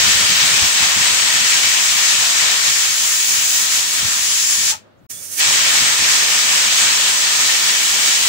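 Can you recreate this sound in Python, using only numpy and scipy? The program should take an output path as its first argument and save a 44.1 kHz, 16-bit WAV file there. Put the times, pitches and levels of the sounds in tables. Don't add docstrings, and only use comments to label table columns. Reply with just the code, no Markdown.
import sys
import numpy as np
from scipy import signal
from scipy.fft import rfft, irfft, next_fast_len
from scipy.io import wavfile
from scipy.ndimage import uniform_filter1d

SR = 44100
rng = np.random.default_rng(int(sys.argv[2]) if len(sys.argv) > 2 else 0)


def how_loud(loudness_db):
    steps = np.asarray(loudness_db, float) / 20
    return 10 ** steps


def unload_audio(sound):
    columns = np.transpose(np.atleast_2d(sound))
    steps = np.round(np.clip(columns, -1, 1) * 32767)
    wavfile.write(sys.argv[1], SR, steps.astype(np.int16))


N = 365148
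SIZE = next_fast_len(N)
HZ = np.maximum(np.arange(SIZE // 2 + 1) * SR / SIZE, 1)
TIME = np.arange(N) / SR
SIDES = np.array([[.5], [-.5]])
SEATS_S, CLOSED_S = 4.712, 5.07


def curves(table):
    s, *columns = np.transpose(table)
    return [np.interp(TIME, s, c) for c in columns]


def colour_db(points):
    hz, *columns = np.transpose(points)
    return np.array([np.interp(np.log(HZ), np.log(hz), db) for db in columns])


def lorentz(hz, width_hz):
    return 1 / (1 + (2 * (HZ - hz) / width_hz) ** 2)


def resonances(peaks):
    return sum(how_loud(db) ** 2 * lorentz(hz, width_hz) for hz, width_hz, db in peaks)


def hiss(gain):
    return rfft(rng.standard_normal((2, SIZE))) * gain


def rms(spectrum, lo_hz, hi_hz):
    band = spectrum.mean(axis=0) * ((HZ > lo_hz) & (HZ < hi_hz))
    return np.sqrt(2 * np.sum(np.abs(band) ** 2)) / SIZE


def wave(spectrum):
    return irfft(spectrum, SIZE)[:, :N]


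def unit_hiss(gain, lo_hz, hi_hz):
    noise = hiss(gain)
    return wave(noise / rms(noise, lo_hz, hi_hz))


def walk(rate):
    k = int(SR / rate)
    held = np.repeat(rng.standard_normal(N // k + 1), k)
    return 1.63 * uniform_filter1d(uniform_filter1d(held, k), k)[:N]


def flutter(rate):
    w = walk(rate)
    return w - uniform_filter1d(w, SR // 3)


def swell(s, rise_s, fall_s):
    return np.exp(-.5 * ((TIME - s) / np.where(TIME < s, rise_s, fall_s)) ** 2)


def unit_tail(envelope):
    tail = rng.standard_normal((2, len(envelope))) * envelope
    return rfft(tail / np.sqrt(np.sum(tail ** 2, axis=1, keepdims=True)), SIZE)


# (frequency [Hz], level [dB per Hz])
MURMUR_COLOUR = [(200, -6), (250, -7), (330, -10), (460, -12), (590, -5), (720, -14), (1440, -16),
                 (2030, -23.5), (4000, -28), (6800, -42), (15700, -52)]
# (time [s], frequency [Hz], level [dB], length [s])
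WISP = (4.992, 6800, -71, .01)


def kitchen(murmur_db=-57, hum_hz=100.3, hum_db=-59.5, whine_hz=14950, whine_db=-84):
    murmur = unit_hiss(how_loud(colour_db(MURMUR_COLOUR)) * (HZ > 200), 250, 15700)
    murmur = murmur * how_loud(murmur_db + 1.5 * walk(12))
    whine = how_loud(whine_db + 2 * walk(40)) * np.sin(2 * np.pi * whine_hz * TIME + .6 * walk(60))
    s, hz, db, length_s = WISP
    wisp = unit_hiss(resonances([(hz, 1200, 0)]), 1, SR) * how_loud(db) * swell(s, length_s, length_s)
    hum = how_loud(hum_db + SIDES + 2.5 * walk(9.9)) * np.sin(2 * np.pi * hum_hz * TIME + 1.2 * walk(12))
    return murmur + hum + whine + wisp


# (frequency [Hz], decay t60 [s], level [dB])
ROOM_TAIL = [(508, .5, -37.5), (1500, 0.33, -30), (3500, .42, -33.5), (7000, .3, -35), (12160, .18, -36)]


def room(dry):
    t, response = np.arange(SR) / SR, 0
    for hz, t60_s, db in ROOM_TAIL:
        tail = unit_tail(np.exp(-np.log(1000) * t / t60_s))
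        response = response + how_loud(db) * tail * np.exp(-np.log2(HZ / hz) ** 2)
    return wave(rfft(dry, SIZE) * response)


# (frequency [Hz], level [dB per Hz])
BUFFET_SPECTRUM = [(20, -24.5), (40, -11.5), (70, -1.5), (100, 4), (170, -1), (260, -3.5), (400, -17),
                   (800, -39.5)]
# (time [s], level [dB], left minus right [dB], fading time [s])
PORT_GUSTS = [(0.001, -29, 9.0, 0.028), (0.057, -22, 0, 0.025), (0.139, -29, 4, 0.03),
              (0.204, -27, 14.0, 0.023), (0.289, -32, 15.5, 0.028), (0.411, -28, -2, 0.028),
              (0.51, -29, 7, 0.028), (0.614, -26, 21, 0.021), (0.803, -25, 10, 0.022),
              (0.96, -29.5, 20, 0.041), (1.099, -30, 8.5, 0.028), (1.21, -39, 3, 0.028),
              (1.333, -36, -17, 0.028), (1.405, -32, -11, 0.028), (1.529, -37, 7.0, 0.028),
              (1.638, -33, 2.0, 0.028), (2.173, -37, 10.0, 0.028), (2.413, -36, -2.0, 0.028),
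              (2.676, -34, 11.0, 0.028), (2.879, -39, 7.5, 0.028), (4.022, -28, 17, 0.032),
              (4.573, -37, 8.5, 0.039), (5.459, -37, -11, 0.028), (5.661, -44, -11, 0.028),
              (5.798, -27, -10, 0.028), (5.989, -37, 22, 0.028), (6.646, -39, 6.5, 0.028),
              (6.81, -31.5, -1.5, 0.028), (7.609, -42, -6.5, 0.028)]
# (time [s], extra level [dB], left minus right [dB])
STEAM_CLOUDS = [
    (0, 7.5, 9),
    (5.42, 9, -11.5),
]


def buffet(drift_db=-53.5, drift_pan_db=3, still_db=-5, thins_s=.94, lumps_db=2.5, gusts_db=-10.5, rise_s=.006):
    cloud_db = 0
    for s, db, pan_db in STEAM_CLOUDS:
        thinning = (TIME >= s) * np.exp(-np.abs(TIME - s) / thins_s)
        cloud_db = cloud_db + (db + SIDES * pan_db) * thinning
    still = (TIME > SEATS_S + .1) & (TIME < STEAM_CLOUDS[1][0])
    cloud_db = uniform_filter1d(cloud_db + still_db * still, SR // 20)
    lumps = np.array([walk(14), walk(22)])
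    level = how_loud(drift_db + SIDES * drift_pan_db + cloud_db + lumps_db * lumps)
    for s, db, pan_db, fall_s in PORT_GUSTS:
        level = level + how_loud(db + gusts_db + SIDES * pan_db) * swell(s + 2 * rise_s, rise_s, fall_s)
    air = unit_hiss(how_loud(colour_db(BUFFET_SPECTRUM)), 60, 250)
    return level * air * uniform_filter1d(air ** 2, SR // 25) ** -.3


# (time [s], level [dB])
LEAK_WHISTLE = (3400, [(5.06, -120), (5.105, -60), (5.125, -46), (5.185, -47), (5.225, -58), (5.3, -120)])


def squeak():
    hz, points = LEAK_WHISTLE
    phase = 2 * np.pi * np.cumsum(hz + 60 * flutter(120)) / SR
    return how_loud(curves(points)[0] + 2.7 * walk(70)) * np.sin(phase + SIDES)


# (time [s], level [dB], left minus right [dB], treble modes [dB])
WEIGHT_LANDINGS = [
    (4.715, -29.5, 3, -5),
    (4.727, -28, 1, -4),
    (4.742, -32, -1, 2),
]
# (frequency [Hz], level [dB], decay t60 [s])
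WEIGHT_MODES = [(845, 0, .09), (905, -4, .11), (1290, -3, .07), (1370, -2, .09), (620, -12, .12)]


def weight(push_s=.008, wobble_rad=.95):
    out = np.zeros((2, N))
    push = np.hanning(int(push_s * SR)) / (push_s * SR / 2)
    for s, db, pan_db, treble_db in WEIGHT_LANDINGS:
        t = np.maximum(TIME - s, 0)
        for hz, mode_db, t60_s in WEIGHT_MODES:
            decay = (TIME > s) * np.exp(-np.log(1000) * t / t60_s)
            ring = np.convolve(decay, push)[:N]
            gain = how_loud(db + mode_db + SIDES * pan_db + treble_db * (hz > 1000))
            phase = 2 * np.pi * (hz * t + rng.random((2, 1))) + wobble_rad * walk(90)
            out += gain * ring * np.sin(phase)
    return out


# (frequency [Hz], width [Hz], level [dB])
SHRILL_PEAKS = [(15200, 350, 5), (15620, 200, 0), (14600, 260, 1)]


def shrill_band(dying_db, quiet_db=-31, sing_db=-12, sing_s=3.55, rise_s=.38, fall_s=.12):
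    singing = how_loud(quiet_db) + how_loud(sing_db) * swell(sing_s, rise_s, fall_s)
    shrill = unit_hiss(resonances(SHRILL_PEAKS), 1, SR)
    return shrill * singing * how_loud(dying_db - 4 * SIDES + 1.5 * walk(12))


def reflections(echo_db=-15, echo_s=.012):
    t = np.arange(4096) / SR
    return 1 + how_loud(echo_db) * unit_tail(np.exp(-t / echo_s))


# (frequency [Hz], width [Hz], boost or notch [dB])
LID_MODES = [(1300, 120, 2), (1800, 130, 3), (2050, 150, -2), (2280, 60, 3), (2550, 150, 2),
             (3170, 250, 2.5), (4500, 120, 1.5), (5400, 150, 1.5), (6300, 100, 1.5), (6560, 150, 2),
             (6900, 150, 2), (7150, 250, -2), (7400, 150, 2.5), (7770, 120, 2), (8050, 200, 1.5),
             (10450, 120, 2)]
# (low edge [Hz], high edge [Hz])
JET_BANDS = ((400, 1200), (1500, 5000), (5500, 8200), (8600, 14000))
# (frequency [Hz], left level [dB per Hz], right level [dB per Hz])
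OPEN_COLOUR = [(148, -12.5, -20), (350, -17, -15.5), (800, -6.5, -12), (1245, -3.5, -8), (2120, 2, -3.5),
               (3630, 2.5, -1.5), (4700, -0.5, -3), (8070, -3.5, -3), (8680, -16, -8.5),
               (10030, -20, -17.5), (11060, -20.5, -25.5), (13100, -24, -20.5), (13740, -21, -26),
               (15800, -20.5, -12.5)]
SINKING_COLOUR = [(149, -27, -15), (395, -19.5, -24), (915, -10.5, -15.5), (1800, -3, -11.5),
                  (3390, -1, -8.5), (5100, -2, -8.5), (6700, -0.5, -3.5), (7420, 1.5, -7),
                  (8570, -18.5, -14.5), (10200, -7, -12.5), (10840, -16.5, -20), (12400, -18, -20.5),
                  (13740, -20, -26), (15600, -14, -14.5)]
LEAKING_COLOUR = [(150, -13, -16), (400, -2, -1.5), (900, -12, -14), (1910, -7, -10), (3000, -11, -10.5),
                  (4220, -6.5, -8), (6200, -4, 4.5), (7700, -2, -2), (8850, -7.5, 5.5), (10100, -7, 3.5),
                  (11150, -1.5, -3), (12800, -4, -2), (13700, -9, 3), (15600, -1.5, -5)]


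def plume(shares):
    lid_db = sum(db * lorentz(hz, width_hz) for hz, width_hz, db in LID_MODES)
    steam = hiss(how_loud(lid_db) * reflections())
    out, usual_db = 0, 0
    for share, points in zip(shares, (OPEN_COLOUR, SINKING_COLOUR, LEAKING_COLOUR)):
        state = steam * how_loud(colour_db(points))
        state /= rms(state, *JET_BANDS[1])
        out = out + share * wave(state)
        usual_db = usual_db + share * 20 * np.log10([[rms(state, *band)] for band in JET_BANDS])
    return out, usual_db


# (time [s], flow [dB], sinking share [0-1], leaking share [0-1])
VENT_FLOW = [(0, -18.5, 0, 0.02), (.9, -19.5, 0, 0.01), (1.4, -19.5, 0, 0.01), (1.9, -20.5, 0.32, 0.01),
             (2.5, -20, .1, 0), (3.1, -24.5, 0.68, 0.03), (3.55, -23.5, 0.63, 0.04),
             (3.95, -23.5, 0.24, 0.04), (4.33, -24.5, .7, 0.02), (4.45, -25.5, 1, .03),
             (5.07, -22.5, 0, 0.04), (5.075, -45.5, 0.1, 0.74), (5.3, -47.5, 0, .95),
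             (5.362, -40.5, .05, 0.7), (5.408, -19.5, 0.1, 0.01), (6.0, -19.5, 0, 0.02),
             (7.0, -20, 0.06, 0.01), (8.28, -21, 0.16, 0.03)]
# (low rush [dB], vent tube [dB], top fizz [dB] re flow, left minus right [dB])
JET_BALANCE = [(-14, -1, -13, -0.26), (-18.5, 6, -5, -2.9), (-13, 8, 8, -1)]
# (time [s], level [dB], length [s])
LEAK_SPITS = [
    (5.112, 5.5, 0.0097),
    (5.237, 2.5, 0.014),
    (5.33, 4, .015),
    (5.388, 2, .012),
]
# (time [s], level [dB], length [s])
ROCKING = [(.13, 0, 0.018), (0.697, -1.6, .07), (1.27, -.9, .06), (2.23, 1, 0.025), (2.352, -1.5, .03),
           (2.76, -0.7, .025), (3.275, -1.2, .03), (3.388, 1.5, 0.036), (3.767, 1.3, 0.044),
           (3.87, -2.1, 0.055), (5.676, 1.5, .05), (6.3, -1.2, .03), (6.77, -.9, .03), (6.89, 1, .05),
           (7.194, -2.5, 0.037), (7.69, 2.2, 0.016), (7.856, -1.2, 0.059)]
LAYER_HZ = (700, 2800, 6800, 11000)
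LAYER_SURGE = (0.73, 0.94, .3, .2)
LAYER_DYING = (-300, -330, -420, -400)


def jet(surge_db=0.3747, shared_db=0.55, flicker_db=0.55, wander_db=0.28, tube_sings_db=2, tube_sings_s=.2):
    roar_db, sinking, leaking = curves(VENT_FLOW)
    lifted = 1 - np.clip(sinking + leaking, 0, 1)
    shares = [lifted, np.clip(sinking, 0, 1), np.clip(leaking, 0, 1)]
    rush_db, tube_db, fizz_db, pan_db = np.transpose(JET_BALANCE) @ np.array(shares)
    roar_db = roar_db + sum(db * swell(s, length_s, length_s) for s, db, length_s in LEAK_SPITS)
    pan_db = pan_db - 1 * (TIME > CLOSED_S)
    tube_db = tube_db + tube_sings_db * swell(SEATS_S, tube_sings_s, tube_sings_s) * (TIME < CLOSED_S)
    dying_db = np.outer(LAYER_DYING, np.maximum(TIME - SEATS_S, 0) * (TIME < CLOSED_S))
    steam, usual_db = plume(shares)
    steam = rfft(steam, SIZE)
    tilt_db = np.array([rush_db, 0 * TIME, tube_db, fizz_db]) - usual_db + dying_db
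    rocking_db = sum(db * swell(s, length_s, length_s) for s, db, length_s in ROCKING)
    tilt_db = tilt_db + np.outer(LAYER_SURGE, rocking_db)
    surge = flutter(14) + 0.77 * walk(45)
    eddy, out = flutter(11), 0
    for octave in np.arange(np.log2(175), 14.2, .5):
        band = np.cos(np.pi * np.clip(np.log2(HZ) - octave, -.5, .5)) ** 2
        place = np.interp(octave, np.log2(LAYER_HZ), np.arange(4))
        db = sum(max(1 - abs(place - k), 0) * tilt_db[k] for k in range(4))
        eddy = 0.76 * eddy + 0.48 * flutter(12)
        db = db + shared_db * eddy + flicker_db * flutter(25) + wander_db * walk(3.5)
        out = out + how_loud(db) * wave(steam * band)
    return (out + shrill_band(dying_db[3])) * how_loud(roar_db + surge_db * surge + SIDES * pan_db)


def scene():
    near = jet() + squeak() + weight()
    return near + room(near) + buffet() + kitchen()


def low_pass(x):
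    return signal.sosfilt(signal.butter(12, 17110, fs=SR, output="sos"), x)


# (silence starts [s], sound returns [s])
SCENE_CHANGE = (5.066, 5.088)


def record(dry, top_hz=15730, fade_s=.015):
    top_cut = how_loud(-np.clip(HZ - top_hz, 0, 120))
    x = wave(rfft(np.clip(dry, -1, 1), SIZE) * top_cut)
    before = TIME < SCENE_CHANGE[0]
    fade_in = np.clip((TIME - SCENE_CHANGE[1]) / fade_s, 0, 1) ** 2
    return low_pass(x * (before + fade_in))


dry = scene()
out = record(dry)
unload_audio(out)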